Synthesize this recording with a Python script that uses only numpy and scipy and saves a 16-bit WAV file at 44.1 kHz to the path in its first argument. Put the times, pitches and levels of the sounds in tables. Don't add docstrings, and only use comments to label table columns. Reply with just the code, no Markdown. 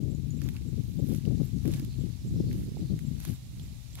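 import sys
import numpy as np
from scipy import signal
from scipy.fft import rfft, irfft
from scipy.io import wavfile
from scipy.ndimage import uniform_filter1d

SR = 44100
rng = np.random.default_rng(int(sys.argv[2]) if len(sys.argv) > 2 else 0)


def unload_wav(signal):
    wavfile.write(
        sys.argv[1],
        SR,
        np.round(np.clip(np.atleast_2d(signal).T, -1, 1) * 32767).astype(np.int16),
    )


N = 176400
TIME = np.arange(N) / SR
BIN_HZ = np.arange(N // 2 + 1) * SR / N


def from_db(db):
    return 10 ** (np.asarray(db) / 20)


def unit_power(x):
    return x / np.sqrt(np.mean(x ** 2) + 1e-20)


def smooth(x, size, mode="reflect"):
    return uniform_filter1d(uniform_filter1d(x, size, mode=mode), size // 2, mode=mode)


def steady(x, window_s=0.05):
    return x / np.sqrt(smooth(x ** 2, int(window_s * SR)) + 1e-12)


def in_time(points):
    return np.interp(TIME, *np.transpose(points))


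def at_hz(points, hz):
    f, level = np.transpose(points)
    return np.interp(np.log(hz + 1e-9), np.log(f), level)


def pan(db):
    gains = from_db(np.array([[.5], [-.5]]) * db)
    return gains / np.sqrt(np.mean(gains ** 2, axis=0))


def band(x, low, high):
    return signal.sosfilt(signal.butter(2, [low, high], "band", fs=SR, output="sos"), x)


def colour(x, spectrum, tilt_db=0):
    hz, lowest = BIN_HZ + 1, spectrum[0][0]
    skirt = 1 / (1 + (lowest / hz) ** 2)
    level = at_hz(spectrum, hz) + tilt_db * np.log2(np.maximum(hz, lowest))
    return unit_power(irfft(rfft(x) * skirt * from_db(level), N))


def swell(start, length, attack_s=0.00092, release_s=0.00184):
    age = TIME - start
    return np.exp(np.minimum(age, 0) / attack_s - np.maximum(age - length, 0) / release_s)


def arch(start, length):
    return np.sin(np.pi * np.clip((TIME - start) / length, 0, 1))


# f/Hz, relative level/dB
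EDDY_SPECTRUM = [(22, -53), (35, -18), (58, -2), (95, -2.5), (133, 4), (175, -4), (240, -7), (350, -18.5),
                 (550, -38.5), (900, -63)]

def turbulence(level, tilt_db=0, reference_db=-25.5, pivot_hz=144.7, flicker_db=5.5, flicker_s=0.00854):
    flicker = unit_power(smooth(rng.standard_normal(N), int(flicker_s * SR)))
    spurts_db = flicker_db * np.minimum(flicker, 1)
    tilt = tilt_db + 0.46 * (level - reference_db)
    eddies = rfft(rng.standard_normal(N)) * from_db(at_hz(EDDY_SPECTRUM, BIN_HZ))
    edges = np.geomspace(18, 1400, 14)
    rumble = 0
    for low, high in zip(edges, edges[1:]):
        octaves = np.log2(np.sqrt(low * high) / pivot_hz)
        eddy_band = irfft(eddies * (BIN_HZ >= low) * (BIN_HZ < high), N)
        rumble += eddy_band * from_db(tilt * octaves + spurts_db * np.clip(octaves, .5, 2))
    return steady(rumble) * from_db(level)


# t/s, level/dB
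LEFT_GUSTS = [(0.02, -26), (0.17, -29.5), (0.22, -28.5), (0.43, -28.5), (0.465, -24.5), (0.54, -33.5),
              (0.72, -29.5), (0.78, -24), (0.84, -31), (0.96, -31), (0.99, -22.5), (1.18, -26.5),
              (1.22, -34), (1.28, -20.5), (1.39, -26), (1.41, -20.5), (1.49, -35), (1.54, -24.5),
              (1.63, -29.5), (1.68, -22.5), (1.8, -31), (1.96, -33.5), (1.99, -24), (2.23, -38.5),
              (2.34, -25.5), (2.46, -26), (2.6, -30), (2.76, -44), (2.83, -22), (2.87, -35), (2.92, -21.5),
              (2.99, -35), (3.09, -26.5), (3.25, -37), (3.29, -25), (3.34, -30.5), (3.37, -43),
              (3.52, -43.5), (3.6, -37), (3.9, -40.5)]
RIGHT_GUSTS = [(0.0, -49), (0.47, -47), (0.5, -39), (0.79, -50), (0.89, -39), (0.94, -48.5), (1.64, -46),
               (1.72, -33), (1.85, -34.5), (2.16, -56.5), (2.25, -31), (2.79, -34), (2.86, -42),
               (2.96, -34), (3.02, -44.5), (3.36, -45), (3.58, -38), (3.75, -45.5), (3.82, -63),
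               (3.94, -42.5)]

def wind():
    flutter = buffets()
    left = turbulence(in_time(LEFT_GUSTS)) + flutter
    right = turbulence(in_time(RIGHT_GUSTS), tilt_db=4.5)
    return np.array([left, right])


# f/Hz, relative level/dB
HISS_SPECTRUM = [(600, 10.5), (1100, 0.5), (1600, -2), (2300, 2.5), (3200, 2.5), (3850, 7), (4600, 3),
                 (7200, 2.5), (8400, -1.5), (10500, -0.5), (13500, -2.5), (16000, -10)]
# f/Hz, left minus right level/dB
HISS_BALANCE = [(600, -3), (2400, -10.5), (4400, -7), (13000, -2.5)]
# t/s, level/dB
HISS_LEVEL = [(0, -61), (1.6, -58.5), (4, -58)]

def leaves_and_insects():
    hiss = colour(rng.standard_normal((2, N)), HISS_SPECTRUM)
    sides = pan(at_hz(HISS_BALANCE, BIN_HZ))
    return from_db(in_time(HISS_LEVEL)) * irfft(rfft(hiss) * sides, N)


def grass_noise(correlation=0.48):
    shared = np.sqrt(correlation) * rng.standard_normal(N)
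    return shared + np.sqrt(1 - correlation) * rng.standard_normal((2, N))


def fibres(density, spread_db=2.5):
    edges = 500 * 2 ** (np.arange(11) / 2)
    rings = 0
    for low, high in zip(edges, edges[1:]):
        breaks_per_s = density * np.sqrt(low / edges[-1])
        breaks = rng.random(N) < breaks_per_s / SR
        strength = from_db(spread_db * np.minimum(rng.exponential(1, N), 4))
        rings += band(breaks * strength * grass_noise() + 1e-18, low, high)
    return unit_power(rings)


def herd(level_db=-69, swing_db=4.5):
    activity = unit_power(smooth(rng.standard_normal(N), 4000, mode="wrap"))
    crackle = unit_power(band(fibres(density=400), 2000, 6000))
    return from_db(level_db + swing_db * np.minimum(activity, 1)) * crackle


def whistle(start, db, length_s, hz, glide_hz=0, waver_hz=116):
    progress = np.clip((TIME - start) / length_s, 0, 1)
    waver = waver_hz * unit_power(uniform_filter1d(rng.standard_normal(N), size=40))
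    phase = 2 * np.pi * np.cumsum(hz + glide_hz * progress + waver) / SR
    return from_db(db) * np.sqrt(2) * arch(start, length_s) * np.sin(phase)


# t/s, level/dB
BIRD_CHIPS = [(0.033, -59), (0.148, -52.5), (0.305, -47), (0.439, -51)]

def chips():
    return sum(whistle(t, db, length_s=0.0048, hz=7230, glide_hz=-644) for t, db in BIRD_CHIPS)


# t/s, level/dB
BIRD_PEEPS = [(.10, -64), (.365, -63.5), (0.671, -64.5), (.98, -64), (1.465, -67), (1.993, -62),
              (2.266, -61.5), (2.779, -66), (3.058, -59), (3.34, -64), (3.617, -62), (3.931, -61)]

def peeps():
    return sum(whistle(t, db, length_s=0.025, hz=7300, glide_hz=300) for t, db in BIRD_PEEPS)


def birds(echo_db=-3, t60_s=0.15):
    song = peeps() + chips() + buzzy_notes() + twitter()
    scatter = unit_power(rng.standard_normal((2, N)) * from_db(-60 * TIME / t60_s)) / np.sqrt(N)
    echo = signal.fftconvolve(song[None], scatter, axes=1)[:, :N]
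    return pan(db=-2) * (song + from_db(echo_db) * echo)


# f/Hz, relative level/dB
GRASS_SPECTRUM = [(600, 11.5), (1200, 3.5), (2300, 3.5), (6500, -1), (8300, -7), (10000, -3), (13200, -2.5),
                  (16000, -11.5)]
# t/s, duration/s, level/dB, tilt/(dB per octave)
GRASS_PULLS = [(0.369, 0.18, -56.5, 0.5), (0.498, 0.12, -58, -1), (0.69, 0.45, -64, 15),
               (1.002, 0.24, -53, 3), (1.37, 0.17, -59, 1.5), (1.581, 0.31, -52, 0.7),
               (2.415, 0.32, -57.5, 2), (3.144, 0.26, -51, 1.2), (3.53, 0.23, -65.5, 2),
               (3.949, 0.13, -46.5, -1)]

def pulls(rustle_db=-2):
    tearing = fibres(density=700) + from_db(rustle_db) * grass_noise()
    return sum(from_db(db) * arch(t, length) ** 2 * colour(tearing, GRASS_SPECTRUM, tilt)
               for t, length, db, tilt in GRASS_PULLS)


# t/s, f/Hz, ring level/dB, tick level/dB
STEM_SNAPS = [(0.417, 2220, -44.5, -45), (0.488, 2260, -42.5, -41), (0.5653, 2750, -43, -58),
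              (1.1479, 2500, -60, -41), (1.2525, 2900, -44, -53), (1.6546, 2090, -44, -46.5),
              (1.677, 2500, -54, -39), (1.7376, 2730, -41, -38), (1.7961, 5400, -50, -38.5),
              (1.8473, 3700, -47, -44), (2.513, 2060, -48, -61.5), (2.5287, 2400, -57, -44),
              (2.9908, 2170, -48, -44), (3.202, 2700, -57, -40.5), (3.251, 1580, -47, -35),
              (3.5965, 3460, -46.5, -54), (3.9539, 3620, -46.5, -41)]

def snaps(decay_s=.0018, tail_s=.008, tail_db=-17, bandwidth_hz=780):
    rings, ticks, noise = 0, 0, grass_noise()
    for t, hz, ring_db, tick_db in STEM_SNAPS:
        age = np.maximum(TIME - t, 0)
        burst = (TIME >= t) * (np.exp(-age / decay_s) + from_db(tail_db) * np.exp(-age / tail_s)) + 1e-18
        stem = signal.iirpeak(hz, hz / bandwidth_hz, fs=SR)
        ring = np.sqrt(SR / np.pi / bandwidth_hz) * signal.lfilter(*stem, burst * noise)
        rings += from_db(ring_db) * ring
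        ticks += from_db(tick_db) * burst
    return rings + ticks * colour(grass_noise(), GRASS_SPECTRUM, tilt_db=3.5)


NOTE_S, BUZZ_HZ = 0.092, 421.8

def twitter(start_s=1.3, spell_s=1.6, count=19, centre_hz=5000, level_db=-70):
    song = 0
    for when, pitch, glide in rng.random((count, 3)):
        hz = centre_hz * 2 ** (pitch - .5)
        glide_hz = BUZZ_HZ * (2 * glide - 1)
        song += whistle(start_s + when * spell_s, level_db, NOTE_S, hz, glide_hz, BUZZ_HZ)
    return song


# t/s, f/Hz, level/dB
BIRD_NOTES = [(1.87, 4350, -64), (2.35, 5350, -65), (2.449, 4350, -62.5), (2.84, 4400, -65)]

def buzzy_notes():
    return sum(whistle(t, db, NOTE_S, hz, waver_hz=BUZZ_HZ) for t, hz, db in BIRD_NOTES)


def knock(start_s=2.77, gain_db=-23):
    noise = steady(colour(rng.standard_normal(N), FLUTTER_SPECTRUM, tilt_db=6.5))
    burst = from_db(gain_db) * swell(start_s, 0) * noise
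    return np.array([np.zeros(N), band(burst, 70, 1100)])


def scene(lag_s=4 / SR):
    left, right = pan(db=-4) * (pulls() + snaps() + herd())
    grazing = np.array([np.interp(TIME - lag_s, TIME, left), right])
    return grazing + birds() + leaves_and_insects() + wind() + knock()


def record(dry, fade_s=.008, low_cut_hz=37, high_cut_hz=15750):
    dry = dry * np.minimum(TIME / fade_s, 1)
    dry = signal.sosfilt(signal.butter(3, low_cut_hz, "high", fs=SR, output="sos"), dry)
    return signal.sosfilt(signal.ellip(12, .1, 80, high_cut_hz, fs=SR, output="sos"), dry)


# f/Hz, relative level/dB
FLUTTER_SPECTRUM = [(170, 20.5), (330, 14.5), (500, -3.5), (750, -13.5), (1200, -53)]
# t/s, duration/s, relative level/dB
WIND_BUFFETS = [(0.025, .12, -40), (0.781, .03, -41.5), (0.986, 0.016, -31), (1.118, 0.014, -31),
                (1.273, 0.0088, -30), (1.31, 0.018, -28.5), (1.401, 0.0184, -30), (1.652, 0.05, -28.5),
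                (2.4, 0.0073, -24), (2.823, 0.011, -33.5)]

def buffets():
    force = sum(from_db(db) * swell(t, length) for t, length, db in WIND_BUFFETS)
    flutter = steady(colour(rng.standard_normal(N), FLUTTER_SPECTRUM))
    return band(np.sqrt(2) * force * flutter, 70, 1100)


dry = scene()
out = record(dry)
unload_wav(out)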